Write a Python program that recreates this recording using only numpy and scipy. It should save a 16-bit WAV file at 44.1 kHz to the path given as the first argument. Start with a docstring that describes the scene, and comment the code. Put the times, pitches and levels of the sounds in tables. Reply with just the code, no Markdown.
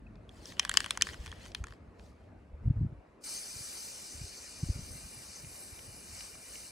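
"""A mixing ball clacks in a shaken can of spray paint, then one long hiss is sprayed at a board on the grass.
Damped modes of the can's wall make the knocks; patchy coloured noise makes paint slosh and fleece sleeve.
The spray layers noise for jet, fizz and mist, with short noise bursts where the nozzle spits.
Filtered noise makes light wind and a wash of distant trees that swells with the shaken can;
trains of short waves buffet the two microphone ports, and one tiny sine chip is a far bird."""
import sys
import numpy as np
from scipy import signal
from scipy.fft import rfft, irfft
from scipy.io import wavfile
from scipy.ndimage import uniform_filter1d, map_coordinates

SR = 44100
rng = np.random.default_rng(int(sys.argv[2]) if len(sys.argv) > 2 else 0)


def to_wav(s):
    """Save 16-bit WAV."""
    ch = np.atleast_2d(s).T  # columns
    pcm = np.round(np.clip(ch, -1, 1) * 32767)  # PCM
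    wavfile.write(sys.argv[1], SR, pcm.astype(np.int16))


N = 295911
HZ = np.fft.rfftfreq(N, 1 / SR)
TIME = np.arange(N) / SR

# modes of the can's wall, damped by the paint; each knock retunes, weights and stretches them:
# (frequency [Hz], relative level [dB], decay by 60 dB [s])
CAN_MODES = [(1096, 0.5, 0.015), (1576, 0, .013), (1905, -6, 0.014), (2451, -2.5, .012), (3080, -1, 0.015),
             (3650, -0.5, 0.0077), (4076, -4, 0.0083), (5054, -0.5, 0.0057), (5443, -6, 0.0074),
             (6400, -1.5, 0.0083), (7510, 0.5, 0.0053), (8910, -7, 0.0074), (10140, -10, 0.0063),
             (11610, -10.5, 0.00602), (13400, -14.5, .005), (15000, -16, .005)]
# the modes that lead body, ring, clack and tick: index [row of CAN_MODES]
LEADING_MODES = [1, 4, 7, 10]
# strokes of the arm, levels ahead of each layer's trim:
# (middle [s], half length [s], slosh of the paint [dB], swish of the sleeve [dB])
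ARM_STROKES = [(0.393, 0.076, -65.5, -66), (0.492, 0.045, -57, -55), (0.577, 0.043, -65, -68.5),
               (0.64, 0.039, -47.5, -58.5), (0.788, 0.073, -47, -51.5), (0.924, 0.047, -52, -57.5),
               (1.083, 0.062, -49.5, -53), (1.248, 0.075, -54.5, -59.5), (1.377, 0.062, -57.5, -67.5),
               (1.46, 0.049, -56, -60.5), (1.58, 0.034, -59, -66.5), (1.696, 0.062, -63.5, -71),
               (2.052, 0.068, -77, -70), (2.222, 0.077, -75.5, -84)]
# left-right likeness of the can's sounds: (frequency [Hz], correlation [-1 to 1])
CAN_LIKENESS = [(600, 0.53), (1500, 0.61), (3000, 0.67), (3700, 0.44), (5000, 0.79), (7000, 0.93),
                (12500, 0.96)]
# left-right likeness of the spray: (frequency [Hz], correlation [-1 to 1])
SPRAY_LIKENESS = [(300, -0.1), (600, 0), (1500, 0.63), (2750, .98), (3100, 0.3), (3250, -1), (3420, -1),
                  (3620, 0.45), (4400, 0.92), (7000, 0.9), (8500, 0.91), (11000, 0.53), (12800, 1)]
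# colour of the paint mist: (frequency [Hz], relative density [dB per Hz])
MIST_COLOUR = [(250, -7), (600, 2.5), (1000, -1), (1500, 2), (1950, 2.5), (2150, 2.5), (2400, 9.5),
               (2650, -4.5), (2870, 6), (3300, -21), (3800, 1), (6000, -19), (12000, -41)]
RUSTLE_PATCHY_DB = 3.2  # rms swell of narrow bands in slosh and sleeve


def gain_of(db):
    """Decibels to gain."""
    return 10 ** (np.asarray(db) / 20)


def evened(x):
    """Scales to an rms of 1."""
    return x / np.sqrt(np.mean(x ** 2) + 1e-20)


def read(points, hz):
    """Reads a table along a log-frequency axis."""
    f, value = np.transpose(points)
    return np.interp(np.log(hz + 1), np.log(f + 1), value)


def levels(rows):
    """One gain curve for each dB column of a table in time."""
    s, *columns = np.transpose(rows)
    return [gain_of(np.interp(TIME, s, column)) for column in columns]


def add(mix, s, sound):
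    """Mixes a sound in at time s."""
    part = mix[..., max(round(s * SR), 0):][..., :sound.shape[-1]]
    part += sound[..., :part.shape[-1]]


def swell(s, half_s):
    """A smooth rise to 1 at time s, and the fall after it."""
    return np.exp(-((TIME - s) / half_s) ** 2)


def waver(rate_hz, depth_db):
    """A random gain that changes mostly below the given rate; the depth is an rms in dB."""
    slow = irfft(rfft(rng.standard_normal(N)) / (1 + (HZ / rate_hz) ** 4), N)
    return gain_of(depth_db * evened(slow))


def crackle(per_s, size):
    """A gain of 1 with sparse, tiny bursts of uneven strength."""
    strength = np.minimum(rng.exponential(1, N), 3)
    return 1 + size * strength * (rng.random(N) < per_s / SR)


def noise(spectrum, alike, grain=1):
    """Coloured noise at both ports, partly alike; grain clumps it before it is coloured."""
    a, b = rfft(rng.standard_normal((2, N)) * grain)
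    same = np.clip(read(alike, HZ), -1, 1)
    pair = np.array([a, same * a + np.sqrt(1 - same ** 2) * b])
    return evened(irfft(pair * gain_of(read(spectrum, HZ)), N))


def patchy(x, depth_db, size):
    """Lets narrow bands swell and fade on their own; size is a patch in (bins, frames)."""
    z = signal.stft(x, nperseg=512, noverlap=384)[2]
    field = uniform_filter1d(rng.standard_normal(z.shape[1:]), size[0], 0)
    field = uniform_filter1d(field, size[1], 1)
    patched = z * gain_of(depth_db * evened(field))
    return evened(signal.istft(patched, nperseg=512, noverlap=384)[1][:, :N])


def ringing(modes, t, stretch=1):
    """Dying sines, one row for each mode; stretch multiplies their pitch."""
    hz, db, t60 = np.transpose(modes)[:, :, None]
    return gain_of(db - 60 * t / t60) * np.sin(2 * np.pi * hz * stretch * t)


def drifting(x, drift_hz=6, share=.007):
    """Plays a hiss at a slightly uneven speed (rms share), so that its peaks and notches wander."""
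    drift = evened(irfft(rfft(rng.standard_normal(N)) * HZ / (1 + (HZ / drift_hz) ** 4), N))
    at = np.arange(N) + share * np.cumsum(drift)
    return np.array([map_coordinates(port, [at], order=5, mode="mirror") for port in x])


def air(rumble_db=2.0, wash_db=3):
    """Lumpy wind rumble under a wash of distant trees, swelling near 0.8 s with the can: filtered noise."""
    # open air ahead of the trims: (time [s], wind rumble level [dB], wash level [dB])
    air_levels = [(0, -57.5, -64.5), (.8, -57.5, -58), (1.25, -56.5, -60.5), (2.55, -57.5, -64.5),
                  (2.78, -45.5, -61.5), (3.0, -65.5, -64), (3.45, -69, -64), (4.55, -66.5, -63),
                  (4.8, -50.5, -61.5), (5.15, -63, -64), (5.9, -62, -63), (6.7, -65.5, -66.5)]
    # colour of the wind: (frequency [Hz], relative density [dB per Hz])
    rumble_colour = [(15, -27.5), (30, -15.5), (48, 3), (80, 0.5), (140, -8.5), (220, -9.5), (400, -24.5),
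                     (1000, -63)]
    # colour of the wash: (frequency [Hz], relative density [dB per Hz])
    wash_colour = [(60, -18), (200, 2), (330, 1.5), (600, -1), (1000, -8.5), (1600, -13.5), (2500, -17.5),
                   (3300, -28.5), (4300, -29), (6000, -34.5), (10000, -37), (15500, -41.5)]
    # left-right likeness: (frequency [Hz], correlation [-1 to 1])
    air_likeness = [(50, .99), (120, .96), (250, .88), (600, .45), (1200, .55), (8000, .6), (13000, .98)]
    rumble, wash = levels(air_levels)
    low = gain_of(rumble_db) * rumble * noise(rumble_colour, air_likeness) * waver(15.7, 2.9)
    wash_noise = patchy(noise(wash_colour, air_likeness), depth_db=2.5, size=(2, 14))
    return low + gain_of(wash_db) * wash * wash_noise


def bird(s=0.07, level_db=-54.5, hz=2570, half_s=0.0036):
    """One tiny, distant chip: a sine under a short bell-shaped swell."""
    return gain_of(level_db) * swell(s, half_s) * np.sin(2 * np.pi * hz * TIME)


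def eddies(count=8, gap_s=0.031, fade_db=-13.5):
    """Each gust sheds a dying train of eddies, uneven in time and pitch: rows of (s, dB, Hz)."""
    # gusts that hit the microphone, levels ahead of the trim in buffets:
    # (time [s], length [s], peak level [dB], pitch of the first eddy [Hz])
    gusts = [(1.208, 0.025, -37.5, 61.6), (1.285, 0.097, -42.5, 76), (1.613, 0.033, -33, 75),
             (2.545, 0.028, -40.5, 62), (2.617, 0.026, -42, 89.7), (2.661, 0.017, -24.5, 90.5),
             (2.68, 0.035, -20.5, 107.2), (2.708, 0.025, -20, 120.5), (2.77, .02, -27, 94),
             (2.791, 0.019, -27.5, 98), (2.815, 0.022, -22, 130.3), (2.835, .05, -24, 99),
             (2.85, 0.019, -28.5, 172), (2.926, 0.02, -37.5, 124), (2.988, 0.024, -45.5, 65.7),
             (3.565, .02, -46, 114.7), (3.61, 0.018, -46, 116), (4.154, 0.13, -46, 77),
             (4.219, 0.043, -36, 111), (4.636, 0.016, -25, 142), (4.668, .02, -38, 75),
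             (4.691, .012, -34.5, 284), (4.703, 0.024, -24, 82.5), (4.761, 0.039, -35.5, 119),
             (4.795, 0.029, -36, 124), (4.831, 0.026, -38, 75), (4.911, 0.016, -42, 90),
             (4.958, .02, -45, 140), (5.444, 0.05, -42, 134), (5.729, .02, -45, 93),
             (5.888, 0.034, -43.5, 97), (6.135, 0.018, -47, 81)]
    jitter, pitch_spread = 0.087, .27  # rms share of the gap, rms log ratio
    for s, length_s, db, hz in gusts:
        for k, (late, size) in enumerate(rng.standard_normal((count, 2))):
            uneven = k > 0  # the first eddy keeps its time and pitch
            age = gap_s * (k + jitter * late * uneven)
            yield s + age, db + fade_db * (age / length_s) ** 2, hz * np.exp(pitch_spread * size * uneven)


def buffets(level_db=1, cycles=0.8, swirl_db=-12, swirl_ratio=1.9, shove_db=-11, shove_ratio=0.55):
    """Each eddy pushes the microphone for a cycle or two, with a faster swirl and a slower shove."""
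    port_lag = .25  # rms radians by which an eddy reaches one port first
    top_hz = 402  # eddies are too large to push any faster
    out, t = np.zeros((2, N)), np.arange(-SR // 20, SR // 20) / SR

    def wave(f, lag):
        phase = 2 * np.pi * (f * t + rng.random()) + lag
        return np.exp(-(f * t / cycles) ** 2) * np.cos(phase)

    for s, db, hz in eddies():
        lag = port_lag * rng.standard_normal() * np.array([[-.5], [.5]])
        push = wave(hz, lag)
        swirl = gain_of(swirl_db) * wave(hz * swirl_ratio, lag)
        shove = gain_of(shove_db) * wave(hz * shove_ratio, lag)
        add(out, s + t[0], gain_of(db + level_db) * (push + swirl + shove))
    return irfft(rfft(out) / (1 + (HZ / top_hz) ** 10), N)


def sleeve_swish(level_db=1.2):
    """The fibres of the sleeve brush and snag: crackling noise that swells with each stroke."""
    # colour of the fleece: (frequency [Hz], relative density [dB per Hz])
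    swish_colour = [(1000, -26), (3000, -5.5), (4500, 1), (5400, -2.5), (6500, -4), (8000, -5), (10000, -8),
                    (12000, -6.5), (15500, -9), (16500, -19.5)]
    strokes = sum(gain_of(db) * swell(s, half_s) for s, half_s, _, db in ARM_STROKES)
    grain = waver(400, 1.4) * crackle(per_s=499, size=2.2)
    fibres = patchy(noise(swish_colour, CAN_LIKENESS, grain), RUSTLE_PATCHY_DB, size=(4, 6))
    return gain_of(level_db) * strokes * fibres


def paint_slosh(level_db=-4):
    """Paint fizzes finely inside the can: crackling noise that swells with each stroke."""
    # colour of the paint: (frequency [Hz], relative density [dB per Hz])
    slosh_colour = [(400, -28), (800, -2.5), (1200, -7.5), (1900, 5), (2450, -0.5), (3150, 2.5), (4000, -8),
                    (6000, -21.5), (12000, -45.5)]
    strokes = sum(gain_of(db) * swell(s, half_s) for s, half_s, db, _ in ARM_STROKES)
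    grain = waver(200, 0.89) * crackle(per_s=160, size=3.5)
    paint = patchy(noise(slosh_colour, CAN_LIKENESS, grain), RUSTLE_PATCHY_DB, size=(3, 6))
    return gain_of(level_db) * strokes * paint


def knock(level_db, lasting, lead_hz, family_db, near_db=-13, far_db=-21, far_t60=.11, dull_hz=4500):
    """The ball strikes the wall: a short ring whose modes shift and swell with the spot that is hit."""
    # faint after-ring of the can: (frequency [Hz], relative level [dB], decay by 60 dB [s])
    after_modes = [(1010, -48, 0.2), (1150, -48, 0.27), (1551, -45, .3), (1666, -44, 0.33), (1920, -43, .3),
                   (2462, -46.5, 0.22), (2700, -43, .3), (2958, -40, .25), (3058, -35.5, .25),
                   (3321, -38.5, .25), (4540, -48.5, .2), (7200, -50, .2)]
    # family of each mode, from thud to tick: index [0 to 7]
    family = np.array([0, 1, 1, 2, 3, 4, 4, 5, 5, 6, 7, 7, 7, 7, 7, 7])
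    contact_s = .0011  # contact time of ball and wall
    wall_apart = .17  # rms share by which each mode differs at the two ports, in opposite directions
    near_t60 = .02  # [s] the scatter from hand and sleeve dies quickly
    after_db = -22  # share of a blow that feeds the after-ring
    lowest_hz = 800  # the small can radiates little below this
    t = np.arange(SR // 4) / SR
    modes = np.array(CAN_MODES) * [1, 1, lasting]
    stretch = np.ones(len(family_db))
    stretch[1::2] = np.array(lead_hz) / modes[LEADING_MODES, 0]  # body, ring, clack and tick
    wall = gain_of(family_db)[family, None] * ringing(modes, t, stretch[family, None])
    wall = wall * np.minimum(t / contact_s, 1) ** 2
    # the curved wall radiates its modes unevenly to the two ports
    blow = (1 + wall_apart * rng.standard_normal(len(modes)) * np.array([[1], [-1]])) @ wall
    # clothes and ground scatter the blow, duller and differently for each port
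    low_pass = signal.butter(2, dull_hz, fs=SR, output="sos")
    dull = signal.sosfilt(low_pass, rng.standard_normal((2, len(t))))
    near, far = gain_of(-60 * t / near_t60), gain_of(-60 * t / far_t60)
    near = gain_of(near_db) * near / np.linalg.norm(near)
    far = gain_of(far_db) * far / np.linalg.norm(far)
    scattered = signal.fftconvolve(blow, dull * (near + far), axes=1)[:, :len(t)]
    after = gain_of(after_db) * np.linalg.norm(wall.sum(0)) * ringing(after_modes, t).sum(0)
    radiated = signal.butter(3, lowest_hz, "highpass", fs=SR, output="sos")
    return gain_of(level_db) * signal.sosfilt(radiated, blow + scattered + after)


def skitter(count=26, ends_db=-3, lasting=0.897, spot_spread=.1, colour_spread_db=5):
    """The loose ball skitters along the wall in light touches, on average strongest in the middle."""
    # mean colour from thud to tick: level of each family [dB]
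    family_levels = [-5, -0.5, -3.5, -3, -6, -7.5, -12.5, -9.5]
    start_s, end_s = .56, 1.14
    middle_db, spread_db = -40.5, 3
    out = np.zeros((2, N))
    for k, (late, size, *spot) in enumerate(rng.uniform(-1, 1, (count, 14))):
        along = (k + .5 + .5 * late) / count
        db = middle_db + spread_db * size + ends_db * (2 * along - 1) ** 2
        lead_hz = np.array(CAN_MODES)[LEADING_MODES, 0] * (1 + spot_spread * np.array(spot[:4]))
        family_db = family_levels + colour_spread_db * np.array(spot[4:])
        add(out, np.interp(along, [0, 1], [start_s, end_s]), knock(db, lasting, lead_hz, family_db))
    return out


def rattle():
    """The clear knocks of the ball; the spot that is hit damps, tunes and weights families of modes."""
    # (time [s], level [dB], ring time [factor], body, ring, clack, tick [Hz each],
    #  relative level of thud, body, bell, ring, edge, clack, ping, tick [dB each])
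    ball_knocks = [(0.155, -51.5, 1.27, 1780.0, 3270.0, 4870.0, 6700, -5, -6.0, -3, -22.0, -2, 1, -20.0, -12.0),
                   (0.292, -33.5, 0.64, 1740.0, 3370.0, 5420.0, 8400, -25, -23, -12, -1.5, -6.0, -6.0, -12.0, -7),
                   (0.4561, -19.5, 0.68, 1400.0, 3240.0, 5490.0, 8400, -27.0, -23, -34.0, -19, -12.0, 3, -10, -15),
                   (0.521, -37, 1.17, 1860, 3080.0, 5390.0, 6300, -12.0, -0.5, -4.0, -11.0, -3, -8.0, -6, -9),
                   (0.568, -45, 1.5, 1570, 2940.0, 4950.0, 7230.0, -16.0, 0.0, -8.0, 1, -11.0, -4.0, -19.0, -8.0),
                   (0.595, -5.5, 1.29, 1870, 3120.0, 5340.0, 7900, -18.5, -15.5, -10.5, -7.5, -8.5, -0.5, -7.5, -8.0),
                   (0.629, -36.0, 1.1, 1710, 3120.0, 5020.0, 7920.0, -18, -16, 1, 0.0, -1, -1.0, -13.0, -5),
                   (0.6496, -16, 0.78, 1720, 3380.0, 5040.0, 7900, -10.5, -3.5, -7.0, -10.5, -5.0, -1, -12, -1),
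                   (0.674, -33, 0.54, 1370, 3350.0, 4980.0, 7490.0, -1, -2.0, -13, -7.0, -12.0, -8, -15.0, -12),
                   (0.6938, -5, 0.78, 1580, 3210.0, 5120.0, 7600, -18.5, -11.5, -22, -11.5, -6.5, -17, -14, -2),
                   (0.7139, -13, 0.64, 1850.0, 2750.0, 4830.0, 7700, -32.0, -1.5, -8.0, -10, -8.0, -12, -11, -4),
                   (0.7394, -18, 1.23, 1560.0, 2860.0, 5020.0, 7500, -12, -8.0, -17, -13, -13, -1, -18.0, -2.0),
                   (0.751, -23, 0.69, 1780, 2800.0, 4640.0, 7900, -8, -2.0, -12.0, -22, -26.0, 0.0, -16.0, -10),
                   (0.7715, 5.0, 0.84, 1770, 3010.0, 4900.0, 7550.0, -24, -14.5, -22.0, -8.5, -14, 0.5, -8.5, -5.5),
                   (0.804, -4, 0.55, 1790, 2750.0, 4670.0, 7400, -21, -8.5, -22.0, -16, -10.0, -2, -18.0, -3.5),
                   (0.843, -16, 0.56, 1710.0, 2890.0, 5350.0, 8700, -13, -3.5, -2, -3, -4.0, 0, -10, -1),
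                   (0.852, -34, 0.89, 1840.0, 3330.0, 5560.0, 8090.0, -21, -14, -15, -2.0, 0.0, -13, -12.0, -11.0),
                   (0.861, -12, 0.47, 1520, 3210.0, 4790.0, 8400, -9, -4.0, -13, -8.0, -8.0, -5, -11, -1),
                   (0.881, -48, 0.67, 1680.0, 3060.0, 4960.0, 8300.0, -12.0, -7, -4.0, -4.0, -8.0, 0.0, -9.0, -5),
                   (0.907, -7, 0.88, 1590, 3430.0, 5550.0, 8300, -17, -17, -11, -11, -1, -6.5, -11.5, -2.5),
                   (0.9738, -5, 0.4, 1540, 3280.0, 5130.0, 8200, -9, -4.5, -18.0, -19, -10, -6, -2.5, -1),
                   (1.0109, -13, 1.32, 1830, 2920.0, 4470.0, 7600, -27, -8, -19, -18.0, -18, -1.5, -23.0, -12),
                   (1.021, 0.5, 0.85, 1480, 3140.0, 5330.0, 7700, -26.0, -18, -12, -9.5, -7.5, 2, -4, -3),
                   (1.031, -34, 0.68, 1440.0, 3060.0, 4970.0, 7470.0, -16, -24, -18, -11, -6, -6.0, -10, 2),
                   (1.069, -19.5, 0.78, 1770, 2800.0, 4780.0, 7800, -10.5, -1.5, -3.5, -16.0, -14, -4, -11.0, -5),
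                   (1.088, -26.5, 0.95, 1850.0, 3200.0, 5030.0, 7590.0, -18.0, 0.5, -10.0, -13.0, -2, -10.0, -16.0, -16),
                   (1.097, -31, 0.61, 1850.0, 3300.0, 4680.0, 7660.0, -12.0, 4, -10.0, -10.0, -3.0, -2.0, -10.0, -9.0),
                   (1.133, -38.5, 1.21, 1850.0, 3050.0, 5600.0, 6500, -13.0, -2.0, -16.0, 1, -6.0, -13.0, -10.0, -1.0),
                   (1.1423, -30.5, 0.9, 1490, 2910.0, 5410.0, 8200, -9, -0.5, -6.0, -10, -7.0, -10.0, -12.0, -6.0),
                   (1.261, -21.5, 0.65, 1820, 2780.0, 5530.0, 7900, -15, -14.0, -5, -18.0, -8, 1, -13.0, -3),
                   (1.2676, -21.5, 0.42, 1470.0, 2960.0, 4970.0, 9500, -14.0, -5.5, -8.0, -9, -5, -1, -8.0, -4.0),
                   (1.277, -26, 0.55, 1500, 3350.0, 5170.0, 7040.0, -8, -6, -22.0, -4, -3, -12.0, -14, -12),
                   (1.316, -29.5, 0.78, 1360.0, 3260.0, 4870.0, 8500, -12, -16.0, -18.0, -0.5, -4, -4, -4, -5),
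                   (1.326, -27.0, 0.71, 1810.0, 2750.0, 5020.0, 7940.0, -8.5, -1, -8.0, -18.0, -11.0, -18.0, -19.0, -16.0),
                   (1.4549, -22.5, 0.4, 1450.0, 3100.0, 5590.0, 8200, -13.0, -11, -9.0, -10, -7, 3, -17.0, -5),
                   (1.461, -27, 0.56, 1430.0, 3200.0, 5490.0, 8200, -10.0, -4.0, -12, -14.0, -3.0, -2.0, -4.0, -3),
                   (1.5175, -37.5, 1.1, 1440.0, 3320.0, 5300.0, 7730.0, -20, -18, -8, -11, -3.0, 1, -13.0, -10.0),
                   (1.5481, -10.5, 0.72, 1750, 3300.0, 5250.0, 9200, -22.5, -14.5, -11.5, -10, -0.5, -5.5, -16, -9),
                   (1.6398, -27, 1.12, 1390, 3390.0, 4920.0, 6500, -8, -0.5, -6, -21, -14, -12.0, -14, -3),
                   (1.6686, -30, 0.67, 1790, 3210.0, 4870.0, 7000.0, -9.0, -5.0, -10, -19.0, -6.0, -3, -12.0, -1),
                   (1.6829, -39, 0.8, 1840.0, 3320.0, 4820.0, 7150.0, -5.0, -1.0, -14.0, -14.0, -2.0, -2.0, -15.0, -1),
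                   (1.707, -29.5, 0.41, 1780.0, 3060.0, 5280.0, 9400, -10, -7, -7, -9.5, -3, -2, -13, -5),
                   (1.723, -34.5, 0.69, 1770, 3260.0, 5000.0, 8700, -6.0, -0.5, -9.5, -17, -4.0, -3.5, -27.0, -10),
                   (1.7355, -45.0, 1, 1836, 3150.0, 4810.0, 7500, -4.0, -3.5, -5.5, -16.5, -20, 3, -24.0, -4.0),
                   (1.995, -35.5, 0.62, 1760.0, 3230.0, 4860.0, 8500, -11, -9, -4, -12.5, -0.5, -4.0, -14, -10)]
    out = np.zeros((2, N))
    for s, db, lasting, *spot in ball_knocks:
        add(out, s, knock(db, lasting, lead_hz=spot[:4], family_db=spot[4:]))
    return out


def spits(level_db=-1, rise_s=0.00052, octaves=0.83):
    """Blobs of paint burst from the nozzle: short surges of the mist, each in its own band."""
    # levels ahead of the trim: (time [s], level [dB], band centre [Hz], decay by 60 dB [s])
    blobs = [(5.447, -43, 2230, 0.014), (5.791, -38.5, 2400, 0.01), (6.207, -38, 3070, 0.016),
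             (6.353, -48, 1200, 0.022), (6.555, -42.5, 3020, 0.02)]
    out, t = np.zeros((2, N)), np.arange(SR // 10) / SR
    mist = noise(MIST_COLOUR, SPRAY_LIKENESS)
    for s, db, hz, t60 in blobs:
        edges = np.minimum(hz * 2 ** (octaves * np.array([-.5, .5])), SR / 2 - 1)
        band = signal.butter(1, edges, "bandpass", fs=SR, output="sos")
        burst = evened(signal.sosfilt(band, mist[:, round(s * SR):][:, :len(t)]))
        add(out, s, gain_of(db - 60 * t / t60) * np.minimum(t / rise_s, 1) * burst)
    return gain_of(level_db) * out


def flow(opens_s=3.25, mist_follows=0.5):
    """Gains of jet, fizz and mist: they sag as the can cools, and swell and ebb as the nozzle swings."""
    # (middle [s], half length [s], change in rush of the jet [dB], change in fizz of the nozzle [dB])
    nozzle_swings = [(3.337, 0.08, 4, 5), (3.753, 0.16, 1.5, 2.5), (4.512, 0.41, 0, -4.5),
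                     (4.947, 0.06, 0, 3), (5.33, 0.062, 2.5, -1.5), (5.632, 0.095, 0.5, 3),
                     (6.202, 0.11, 8.5, 4), (6.586, 0.14, 7.5, 5)]
    jet_db = sum(db * swell(s, half_s) for s, half_s, db, _ in nozzle_swings)
    fizz_db = sum(db * swell(s, half_s) for s, half_s, _, db in nozzle_swings)
    age = TIME - opens_s
    # level at the opening [dB], sag [dB per s], swing; the mist takes a share of the jet's swing
    jet = gain_of(-46.9 - 3.5 * age + jet_db)
    fizz = gain_of(-48 - 2.16 * age + fizz_db)
    mist = gain_of(-57.5 - 1.35 * age + mist_follows * jet_db)
    return jet, fizz, mist


def spray():
    """The valve leaks, then opens on a turbulent jet that sputters slightly; its mist strikes the board."""
    # (time [s], share of the full flow [0 to 1])
    valve_opening = [(3.205, 0), (3.222, .1), (3.236, .16), (3.241, .75), (3.26, 1)]
    # colour of the rushing jet: (frequency [Hz], relative density [dB per Hz])
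    jet_colour = [(2000, -32), (3400, -7.5), (3750, -14), (4400, -1.5), (5300, -0.5), (5700, -2.5),
                  (6150, 2), (6700, -6), (7300, -2.5), (9000, -4), (14000, -45)]
    # colour of the nozzle's fizz: (frequency [Hz], relative density [dB per Hz])
    fizz_colour = [(5000, -30), (7000, -18), (7800, -1), (8700, 3.5), (9500, 2.5), (10300, 4), (11300, 1),
                   (12800, 4), (14000, 2.5), (15600, -1), (16000, -42)]
    jet, fizz, mist = flow()
    jet_noise = noise(jet_colour, SPRAY_LIKENESS, waver(900, 0.56))
    fizz_noise = noise(fizz_colour, SPRAY_LIKENESS, waver(900, 0.68))
    mist_noise = noise(MIST_COLOUR, SPRAY_LIKENESS, waver(440, 0.54))
    rush = jet * patchy(jet_noise, depth_db=1.9, size=(4, 16))
    top = fizz * patchy(fizz_noise, depth_db=2.5, size=(6, 16))
    patter = mist * patchy(mist_noise, depth_db=2.5, size=(3, 12))
    sputter = waver(60, 0.39)
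    valve = np.interp(TIME, *np.transpose(valve_opening))
    return valve * drifting((rush + top) * sputter + patter)


def scene():
    """Open air, shaken can and spray together."""
    outdoors = air() + bird() + buffets()
    shaking = sleeve_swish() + paint_slosh() + skitter() + rattle()
    return outdoors + shaking + spits() + spray()


def record(dry):
    """The two ports differ in phase and level; then a low-pass limits the band."""
    # (frequency [Hz], phase by which the left leads [radians])
    port_phase = [(60, 0), (400, -.15), (1000, -.15), (1700, -.95), (2300, -1.15), (2900, -.75), (3220, 0),
                  (3450, 0), (4300, -.1), (6500, -.15), (8000, -.78), (10500, -1.75), (11300, -2.45),
                  (13000, -3.14)]
    # (frequency [Hz], left over right [dB])
    port_balance = [(100, 0.5), (800, 0.6), (1400, 1.8), (2500, 0), (3200, 0), (3450, 0), (3800, 2.5),
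                    (5500, 5.5), (6600, 0.2), (11000, 0)]
    edge_hz = 16500
    half = np.exp(.5j * read(port_phase, HZ)) * gain_of(read(port_balance, HZ) / 2)
    pair = irfft(rfft(dry) * np.array([half, 1 / half]), N)
    low_pass = signal.firwin(511, edge_hz, window=("kaiser", 9), fs=SR)
    return signal.oaconvolve(pair, low_pass[None], "same")


dry = scene()
out = record(dry)
to_wav(out)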